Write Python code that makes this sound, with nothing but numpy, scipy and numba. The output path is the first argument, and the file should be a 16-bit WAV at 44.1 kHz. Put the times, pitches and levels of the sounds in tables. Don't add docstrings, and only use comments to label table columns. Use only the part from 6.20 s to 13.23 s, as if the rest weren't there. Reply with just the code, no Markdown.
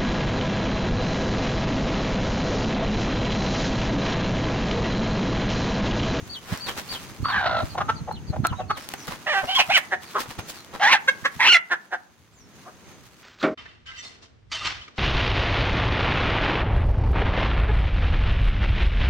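import sys
import numpy as np
from scipy import signal
from scipy.fft import rfft, irfft, next_fast_len
from scipy.io import wavfile
from scipy.ndimage import uniform_filter1d, map_coordinates
from numba import njit

SR = 44100
rng = np.random.default_rng(int(sys.argv[2]) if len(sys.argv) > 2 else 0)


def unload_wav(signal):
    wavfile.write(
        sys.argv[1],
        SR,
        np.round(np.clip(np.atleast_2d(signal).T, -1, 1) * 32767).astype(np.int16),
    )


N = 310023
TIME_S = np.arange(N) / SR
TOP_HZ = 16000


def amp(db):
    return 10 ** (np.asarray(db) / 20)


def unit(x):
    return x / np.sqrt(np.mean(x ** 2) + 1e-20)


def along(points, hz):
    knots_hz, values = np.transpose(points)
    return np.interp(np.log(hz + 1), np.log(knots_hz + 1), values)


def curves(rows, t):
    knots, *columns = np.transpose(rows)
    return [np.interp(t, np.sort(knots), column) for column in columns]


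def span(start_s, end_s):
    return TIME_S[max(int(start_s * SR), 0):int(end_s * SR)]


def add(track, t, sound):
    track[..., round(t[0] * SR):][..., :len(t)] += sound


def wobble(knots_per_s, size):
    knots = rng.standard_normal(int(size * knots_per_s / SR) + 4)
    return map_coordinates(knots, [np.arange(size) * knots_per_s / SR])


def filtered(x, response):
    size = x.shape[-1]
    padded = next_fast_len(size + SR // 8)
    return irfft(rfft(x, padded) * response(np.fft.rfftfreq(padded, 1 / SR)), padded)[..., :size]


def coloured(x, spectrum):
    return filtered(x, lambda hz: amp(along(spectrum, hz)))


@njit
def resonate(x, hz, width_hz):
    y = np.zeros(len(x))
    r = np.exp(-np.pi * width_hz / SR)
    for i in range(2, len(x)):
        drive = (1 - r * r) / 2 * (x[i] - x[i - 2])
        y[i] = drive + 2 * r * np.cos(2 * np.pi * hz[i] / SR) * y[i - 1] - r * r * y[i - 2]
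    return y


# (frequency [Hz], coherence [0-1])
PORT_COHERENCE = [(140, 0.025), (300, 1), (600, 0.76), (1500, 0.47), (5000, 0.033)]
def noise(spectrum, size, treble_db=0):
    def response(hz):
        angle = np.arccos(along(PORT_COHERENCE, hz)) / 2
        gain = amp(along(spectrum, hz) + treble_db * along([(1000, 0), (8000, 1)], hz))
        return gain * [np.cos(angle), np.sin(angle)]
    mid, side = filtered(rng.standard_normal((2, size)), response)
    return unit(np.array([mid + side, mid - side]))


# (time [s], buffeting [dB], yard murmur [dB])
AIR_LEVELS = [(0, -49, -47.5), (.95, -50, -46.5), (1.05, -37, -47), (2.5, -36.5, -51), (2.6, -57.5, -48),
              (5.2, -59, -52), (5.5, -79.5, -56.5), (6.05, -58.5, -59.5), (6.55, -57, -51.5)]
# (frequency [Hz], density [dB])
BUFFET_SPECTRUM = [(20, -33.5), (65, -0.5), (110, 1.5), (200, -6), (450, -25.5), (900, -62)]
def buffeting():
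    level_db, _ = curves(AIR_LEVELS, TIME_S)
    gusts = unit(amp(4 * np.array([wobble(22, N), wobble(22, N)])))
    return amp(level_db) * gusts * noise(BUFFET_SPECTRUM, N) * amp([[-2], [2]])


def insect(trill_hz=6):
    band = noise([(5400, -45), (6300, 0.5), (6700, -3.5), (7100, -42.5)], N)
    return amp(-12 + 1.3 * np.sin(2 * np.pi * trill_hz * TIME_S)) * band


# (frequency [Hz], density [dB])
YARD_SPECTRUM = [(60, -23), (150, -1.5), (350, -5.5), (550, -11), (1800, -16.5), (6000, -25), (15000, -42)]
def yard():
    _, level_db = curves(AIR_LEVELS, TIME_S)
    trill = insect()
    return amp(level_db + 2.5 * wobble(7.6, N)) * (noise(YARD_SPECTRUM, N) + trill)


def whistle(pitch_hz, blur):
    phase = 2 * np.pi * np.cumsum(pitch_hz * (1 + blur * wobble(506, len(pitch_hz)))) / SR
    return np.sin(phase) + amp(-29) * np.sin(2 * phase)


# (time [s], pitch [Hz], level [dB])
BIRD_GLIDE = [(6.13, 7740, -70), (6.212, 5620, -59), (6.259, 5380, -71), (6.29, 5530, -74)]
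def small_bird():
    out = np.zeros(N)
    t = span(BIRD_GLIDE[0][0], BIRD_GLIDE[-1][0])
    pitch_hz, db = curves(BIRD_GLIDE, t)
    add(out, t, amp(db) * whistle(pitch_hz, blur=0.0039))
    return out


# (time
# [s], top pitch [Hz], level [dB], length [s])
FALLING_CHIRPS = [(1.485, 4850, -47.5, .055), (1.745, 4800, -49, .052), (2.06, 4800, -52, .058),
                  (2.58, 5800, -56, .1), (2.755, 6410, -51.5, .1), (3.21, 6000, -57, .1), (3.83, 4800, -55, .1),
                  (4.33, 4750, -53.5, .1)]
def falling_chirps(fall=0.17, blur_per_s=0.55):
    out = np.zeros(N)
    for s, top_hz, db, length_s in FALLING_CHIRPS:
        t = span(s, s + length_s)
        tone = whistle(top_hz * (1 - fall * (t - s) / length_s), blur_per_s * length_s)
        add(out, t, amp(db) * signal.windows.tukey(len(t), 0.6) * tone)
    return out


# (time [s], top pitch [Hz], relative level [dB], length [s])
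CHICK_PEEPS = [(.09, 4607, -37, 0.085), (0.397, 4620, -37, 0.11), (0.684, 4610, -35, 0.081),
               (1.033, 4580, -37, 0.12), (1.907, 4290, -48.5, 0.075), (2.231, 4330, -46.5, 0.087),
               (2.355, 3900, -51.5, 0.076), (2.476, 4500, -50, 0.12)]
PEEP_CONTOUR = [(0, .94), (.2, 1), (.46, .99), (.6, .93), (.72, .73), (1, .62)]
def chicks():
    out = np.zeros(N)
    for s, top_hz, db, length_s in CHICK_PEEPS:
        t = span(s, s + length_s)
        pitch_hz = top_hz * curves(PEEP_CONTOUR, (t - s) / length_s)[0]
        add(out, t, amp(db - 2.5) * signal.windows.tukey(len(t), 0.2) * whistle(pitch_hz, blur=0.0095))
    return out


# (start [s], end [s], level [dB])
STRUGGLES = [(0, 1.2, -51), (0.282, 0.846, -47), (1.394, 1.462, -44.5), (2.58, 2.964, -44),
             (3.143, 3.556, -42), (3.36, 3.38, -36), (3.823, 4.12, -45.5), (4.26, 5.313, -49.5),
             (6.346, 7.033, -57)]
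# (frequency [Hz], density [dB])
RUSTLE_SPECTRUM = [(300, -20), (1000, 7), (3000, 2.5), (5000, 0.5), (8000, -5), (15000, -9)]
def rustle(attack_s=0.014, release_s=0.095, calm_db=-61.5):
    power = amp(calm_db) ** 2
    for start_s, end_s, db in STRUGGLES:
        edge = np.minimum((TIME_S - start_s) / attack_s, (end_s - TIME_S) / release_s)
        power += (amp(db) * np.exp(np.minimum(0, edge))) ** 2
    grains = unit(amp(1.8 * wobble(30, N) + 3.5 * wobble(900, N)))
    return np.sqrt(power) * grains * noise(RUSTLE_SPECTRUM, N)


# (time [s], level [dB])
GRIT_TICKS = [(.077, -36.5), (.35, -35.5), (.375, -28), (1.926, -38), (2.2696, -17), (2.689, -22.5),
              (2.7379, -24), (2.871, -31), (3.3524, -28)]
def ticks(decay_s=0.0014):
    out = np.zeros((2, N))
    for s, db in GRIT_TICKS:
        t = span(s, s + 0.021)
        hiss = noise([(800, -12.5), (4500, -6), (16000, -12.5)], len(t))
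        add(out, t, amp(db) * np.exp((s - t) / decay_s) * hiss)
    return out


# (peak time [s], level [dB], decay [s], treble [dB])
SCUFF_STROKES = [(0.335, -31, 0.033, -7.5), (0.49, -28, 0.024, -6.5), (0.584, -28, 0.02, -1.5),
                 (0.739, -34, 0.037, -1), (2.575, -29, 0.011, -8.5), (2.738, -27, 0.0052, -12),
                 (2.881, -29, 0.012, -4.5), (2.921, -31.5, 0.025, -10), (3.237, -24.5, 0.011, -35.5),
                 (3.405, -28.5, 0.0091, 7.5), (3.575, -21.5, 0.0065, 27), (4.005, -26.5, 0.018, 0),
                 (4.059, -33, 0.0065, -16), (4.107, -33.5, 0.014, -4.5), (4.19, -27.5, 0.01, -8),
                 (4.295, -32, 0.018, 7.5), (4.552, -33.5, 0.022, -14)]
# (frequency [Hz], density [dB])
FEATHER_SPECTRUM = [(100, -4.5), (350, -5.5), (1000, -2.5), (2500, -6), (5000, -8), (8000, -15),
                    (16000, -18)]
def scuffle(snaps_per_s=260, snap_decay_s=0.00047, snap_db=-6):
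    out = np.zeros((2, N))
    for s, db, decay_s, treble_db in SCUFF_STROKES:
        rise_s = decay_s ** 2 / 0.031
        t = span(s - 4 * rise_s, s + 5 * decay_s)
        stroke = np.exp(np.minimum((t - s) / rise_s, (s - t) / decay_s))
        triggers = rng.random(len(t)) < snaps_per_s / SR
        snaps = signal.lfilter([1], [1, -np.exp(-1 / (snap_decay_s * SR))], triggers)
        friction = unit(amp(2 * wobble(700, len(t))))
        grains = unit(friction + amp(snap_db) * unit(snaps))
        add(out, t, amp(db) * stroke * grains * noise(FEATHER_SPECTRUM, len(t), treble_db))
    return out


# (time [s], relative level [dB], pitch [Hz])
WING_BEATS = [(0.029, -33.5, 105), (0.329, -20, 148), (1.004, -25, 84), (1.032, -22, 230), (1.439, -21, 97),
              (1.82, -25, 130), (2.104, -17, 161), (2.179, -24, 96), (2.2, -17, 126), (2.237, -19.5, 197),
              (2.316, -20.5, 163), (2.89, -30.5, 183), (3.243, -35, 322), (3.491, -33, 190),
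              (4.091, -35.5, 230), (4.191, -29.5, 305), (5.033, -38.5, 278), (5.17, -33.5, 181)]
def wings():
    out = np.zeros((2, N))
    for s, db, hz in WING_BEATS:
        t = span(s - 0.025, s + 0.15)
        cycles = (t - s) * hz + rng.normal(0, 0.039, (2, 1))
        push = -np.sin(2 * np.pi * cycles) * np.exp(-(cycles / 0.67) ** 2)
        puff = 0.77 * np.exp(-np.abs(t - s) / 0.008) * noise(BUFFET_SPECTRUM, len(t))
        add(out, t, amp(db) * (push + puff) * amp([[-2], [1]]))
    return out


BEAK_TRADE = 1.05
# (frequency [Hz], gain [dB])
BEAK_RADIATION = [(120, -14), (300, 3), (450, 1), (1500, 2.5), (3000, -1), (4100, -2), (4900, -5.5),
                  (5700, -1.5), (7000, -11.5), (8500, -17), (16000, -32)]
def syrinx(pitch_hz, effort_db, rough, throat_hz, beak_hz, beak_db, upper_hz, upper_db,
           throat_width_hz, beak_width_hz, rasp_db, jitter=0.073, air_gain=1.36, smear=0.5):
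    size = len(pitch_hz)
    rough = np.clip(rough, 0, 1)
    drift = 1 + jitter * rough * (wobble(600, size) + wobble(140, size))
    phase = 2 * np.pi * np.cumsum(pitch_hz * drift) / SR
    k = np.arange(1, 41)[:, None]
    harmonics = np.cos(k * phase + smear * k * k)
    pulses = np.sum(harmonics * (k * pitch_hz < TOP_HZ), axis=0) * np.sqrt(2 * pitch_hz / TOP_HZ)
    pulses *= amp(5.3 * rough * wobble(600, size))
    pulses *= 1 + rough * (1 + wobble(90, size)) * np.cos(phase / 2)
    air = unit(rng.standard_normal(size) * (1 + np.cos(phase)))
    source = np.sqrt(1 - rough ** 2) * pulses + air_gain * rough * air

    def cavity(hz, width_hz):
        hz = hz * np.ones(size)
        return resonate(resonate(source, hz, width_hz), hz, width_hz)
    throat = cavity(throat_hz, throat_width_hz)
    beak = amp(beak_db) * cavity(beak_hz, beak_width_hz)
    rasp = amp(rasp_db + 0.56 * effort_db) * source
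    treble = (1 + amp(beak_db)) * (amp(upper_db) * cavity(upper_hz, 620) - rasp)
    tone = coloured(throat + beak + treble, BEAK_RADIATION)
    return tone / np.sqrt(np.abs(uniform_filter1d(tone ** 2, size=360)) + 1e-12)


# (time [s], level [dB], throat [Hz], beak [Hz], throat share [dB],
# upper resonance [Hz], rattle depth [0-1])
GROWL_TRACK = [(1.04, -27, 1170, 1259, 14, 3200, 0.88), (1.08, -28.5, 1140, 1256, 5, 3200, 0.97),
               (1.125, -24.5, 1030, 1679, -3.5, 3150, 0.4), (1.172, -22, 1090, 1695, -8.5, 3300, 0.15),
               (1.235, -28.5, 856, 1505, 0, 3400, 0.77), (1.268, -21.5, 765, 1441, -3, 3920, 0.72),
               (1.335, -25.5, 770, 1381, -3.5, 3800, 0.93), (1.405, -25, 740, 1336, 0, 3850, .7),
               (1.44, -34, 697.5, 1260, 1, 3905, 0.4)]
# (frequency [Hz], gain [dB])
GROWL_COLOUR = [(1800, 1), (4300, 4), (5200, -4), (7000, -8)]
def growl(rattle_hz=58, rattle_db=5, swap_db=9):
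    t = span(GROWL_TRACK[0][0], GROWL_TRACK[-1][0])
    db, throat_hz, beak_hz, throat_db, upper_hz, depth = curves(GROWL_TRACK, t)
    flutter = 2 * np.pi * np.cumsum(rattle_hz * (1 + 0.14 * wobble(50, len(t)))) / SR
    burst = depth * np.cos(flutter)
    bend = 1 - 0.1 * depth * np.sin(flutter)
    beak_db = -3.5 - BEAK_TRADE * throat_db - swap_db * burst
    tone = syrinx(0.49 * beak_hz * bend, db, rough=0.54, throat_hz=throat_hz * bend,
                  beak_hz=beak_hz, beak_db=beak_db, upper_hz=upper_hz, upper_db=-20 + 1.8 * burst,
                  throat_width_hz=294, beak_width_hz=340, rasp_db=-18)
    chop = unit(amp(rattle_db * burst + 2.2 * wobble(70.3, len(t))))
    return t, coloured(tone, GROWL_COLOUR) * amp(db) * chop * signal.windows.tukey(len(t), 0.04)


# (peak time [s], level [dB], pitch [Hz], half length [s], throat [Hz], beak [Hz],
# beak over throat [dB])
CLUCK_CALLS = [(1.555, -29.5, 356, 0.0052, 764, 970, -13), (1.585, -23, 389, .0073, 766, 930, -9),
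               (1.614, -22, 409.5, 0.0095, 820, 1140, 2.5), (1.698, -18, 441.7, 0.0087, 900, 1230, 4.5),
               (1.888, -30.5, 348.6, 0.0092, 717, 960, -19), (1.913, -26.5, 386.4, 0.0042, 760, 970, -23),
               (2.141, -32.5, 357, 0.0097, 680, 990, -14), (2.165, -29, 372, .0035, 740, 1090, -18),
               (2.253, -17.5, 353.2, 0.0066, 800, 1320, 5),
               (2.333, -30.5, 411.6, 0.0084, 1026, 1270, -13.5),
               (2.404, -28.5, 375.4, .012, 714, 1000, -13.5), (2.51, -18.5, 425.5, 0.0074, 900, 1190, 8),
               (3.734, -20, 372.8, .013, 724, 1750, 6.5), (3.964, -20.5, 428.6, .011, 520, 1174, 8),
               (3.986, -24.5, 401.7, 0.0076, 1040, 1250, -5.5),
               (4.89, -10.5, 544, 0.0074, 1596, 2120, -4.5), (5.06, -16, 554, 0.0093, 1250, 1793, 4),
               (5.527, -18, 356, 0.014, 866, 1625, 8), (5.739, -24, 369.5, 0.014, 740, 1590, 2.5),
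               (6.48, -42.5, 361.5, .018, 660, 1073, -0.5)]
# (frequency [Hz], gain [dB])
CHEST_COLOUR = [(250, 1), (400, 6.5), (600, 1), (3000, -1), (4800, -4), (6000, -1)]
def clucks(typical_db=-19, sag=0.1025):
    for s, db, top_hz, half_s, throat_hz, beak_hz, beak_db in CLUCK_CALLS:
        t = span(s - 2.3 * half_s, s + 3 * half_s)
        effort = 1 / (1 + ((t - s) / half_s) ** 4)
        excess_db = db - typical_db
        rough = 0.33 - 0.05 * excess_db + 0.51 * (1 - effort)
        pitch_hz = top_hz * (1 - sag * (1 - effort))
        tone = syrinx(pitch_hz, db, rough, throat_hz, beak_hz, beak_db,
                      upper_hz=3450, upper_db=-19 + 0.67 * excess_db,
                      throat_width_hz=252, beak_width_hz=317, rasp_db=-20, smear=0.11)
        yield t, amp(db) * effort * coloured(tone, CHEST_COLOUR)


# (time [s], level [dB], beak [Hz], throat share [dB])
SQUAWK_EFFORT = [
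    [(3.06, -44, 1710, 5), (3.07, -25, 1700, -4), (3.1, -24, 2020, -3.5), (3.188, -22.5, 1570, -3.5),
     (3.222, -32, 1620, 1), (3.232, -49, 1590, 8)],
    [(3.27, -43, 2830, -1), (3.29, -24.5, 2830, -3), (3.345, -26, 3020, -17.5), (3.364, -16, 3280, -23),
     (3.38, -21.5, 2880, -3), (3.402, -11.5, 2780, -8.5), (3.43, -27.5, 2580, -21)],
    [(3.485, -48, 2250, 0), (3.501, -18, 2250, 7), (3.533, -21, 2580, -20), (3.557, -12, 2870, -24.5),
     (3.581, -17, 1910, -11), (3.605, -48, 2100, 5)],
    [(4.595, -32, 1820, 6), (4.632, -16, 1800, -4), (4.68, -15, 1960, -7), (4.704, -19.5, 2340, -3),
     (4.73, -10.5, 2570, -15.5), (4.746, -14.5, 1880, -3.5), (4.78, -30, 1660, -14.5)],
    [(5.19, -41, 2000, 0), (5.204, -17, 2120, -8), (5.244, -17.5, 2040, -10), (5.274, -13, 2750, -14.5),
     (5.318, -12.5, 2760, -13.5), (5.35, -11, 2100, -22.5), (5.37, -15, 1850, -26.5),
     (5.382, -36.5, 1980, -14)],
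]
# (time [s], pitch [Hz], roughness [0-1])
SQUAWK_MEMBRANES = [
    [(3.06, 586, 0.78), (3.11, 620, 0.03), (3.128, 576, 0.28), (3.148, 393, 0.24), (3.2, 390, 0.17),
     (3.23, 355, 0)],
    [(3.272, 659.6, 0.26), (3.305, 764, 0.48), (3.345, 764, 0.03), (3.354, 1115, 0.41), (3.375, 1071, 0.27),
     (3.402, 734.5, 0.96), (3.425, 609, 1)],
    [(3.492, 666.3, 0.27), (3.505, 780, 0.35), (3.527, 823, 0.75), (3.548, 763.5, 0.16), (3.567, 727, 0.26),
     (3.582, 532, 0.5)],
    [(4.59, 695, 0.67), (4.634, 849.6, 0.51), (4.667, 847.7, 0.38), (4.685, 1032, 0.6), (4.7, 1040, 0.61),
     (4.718, 1160, 0.76), (4.736, 871.5, 0.55), (4.775, 780, 0.4)],
    [(5.19, 817, 0.58), (5.225, 955, 0.77), (5.272, 976.6, 0.6), (5.289, 1482, 0.47), (5.3, 1319, 0.2),
     (5.315, 1390, 0.12), (5.325, 1446, 0.42), (5.335, 1392, 0.1), (5.343, 1400, 0), (5.347, 698, 0.01),
     (5.38, 640, 0.33)],
]
# (frequency [Hz], gain [dB])
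SQUAWK_COLOUR = [(400, 4), (800, 2), (4300, 0), (5500, -1.5), (9000, 1.5)]
def squawks(throat_rest_hz=757, tremble=0.02):
    for effort, membranes in zip(SQUAWK_EFFORT, SQUAWK_MEMBRANES):
        t = span(effort[0][0], effort[-1][0])
        db, beak_hz, throat_db = curves(effort, t)
        pitch_hz, rough = curves(membranes, t)
        pitch_hz *= 1 + tremble * wobble(130, len(t))
        throat_hz = np.maximum(throat_rest_hz, pitch_hz)
        tone = syrinx(pitch_hz, db, rough, throat_hz, beak_hz, beak_db=-3 - BEAK_TRADE * throat_db,
                      upper_hz=1.44 * beak_hz, upper_db=-13, throat_width_hz=290, beak_width_hz=740,
                      rasp_db=-16, jitter=0.0729, air_gain=1.45)
        tone -= resonate(tone, 0.4 * pitch_hz, 400)
        yield t, coloured(tone, SQUAWK_COLOUR) * amp(db) * signal.windows.tukey(len(t), 0.04)


# (time [s], left port lag [ms], left over right [dB])
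ROOSTER_POSITION = [(1.2, -0.064, 0), (2.5, -0.088, 0), (3.1, 0.11, -2.5), (4, 0.088, 0.5),
                    (4.65, -0.061, 0), (5.05, -0.13, -0.5), (5.3, -.057, 0), (5.52, 0.093, -0.5)]
def rooster(split_hz=750):
    voice = np.zeros(N)
    for t, call in [growl(), *squawks(), *clucks()]:
        add(voice, t, call)
    low = filtered(voice, lambda hz: 1 / (1 + (hz / split_hz) ** 4))
    lag_ms, pan_db = curves(ROOSTER_POSITION, TIME_S)
    ports = []
    for side in (0.5, -0.5):
        treble = map_coordinates(voice - low, [np.arange(N) - side * lag_ms * SR / 1000])
        ports.append(low + amp(side * pan_db) * treble)
    return np.array(ports)


# (frequency [Hz], T60 [s])
WALL_DECAY = [(200, 0.29), (800, 0.43), (2000, 0.29), (5000, 0.068), (12000, 0.12)]
def wall_echo(x, tail_db=-16):
    hz, t, spectra = signal.stft(rng.standard_normal((2, SR // 2)), SR, nperseg=256)
    decay = amp(-60 * t / along(WALL_DECAY, hz)[:, None])
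    _, response = signal.istft(spectra * decay, SR, nperseg=256)
    response *= amp(tail_db) / np.linalg.norm(response[0])
    for delay_s, db in [(0.0035, -17.5), (0.008, -11), (0.014, -22.5), (0.022, -18.5)]:
        taps = (delay_s * SR * rng.uniform(0.9, 1.1, 2)).astype(int)
        response[[0, 1], taps] += amp(db)
    return signal.fftconvolve(x, response, axes=1)[:, :N]


def scene():
    peeps = chicks() + small_bird() + falling_chirps()
    near = rooster() + scuffle()
    echo = wall_echo(near + amp(14.5) * peeps)
    return near + peeps + echo + ticks() + wings() + buffeting() + yard() + rustle()


# (frequency [Hz], right over left [dB])
PORT_BALANCE = [(600, -1.5), (2000, 2), (4000, -0.5), (8000, 0.5)]
def record(dry):
    ports = filtered(dry, lambda hz: amp(np.outer([-0.5, 0.5], along(PORT_BALANCE, hz))))
    return filtered(np.clip(ports, -1, 1), lambda hz: hz < TOP_HZ)


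dry = scene()
out = record(dry)
unload_wav(out)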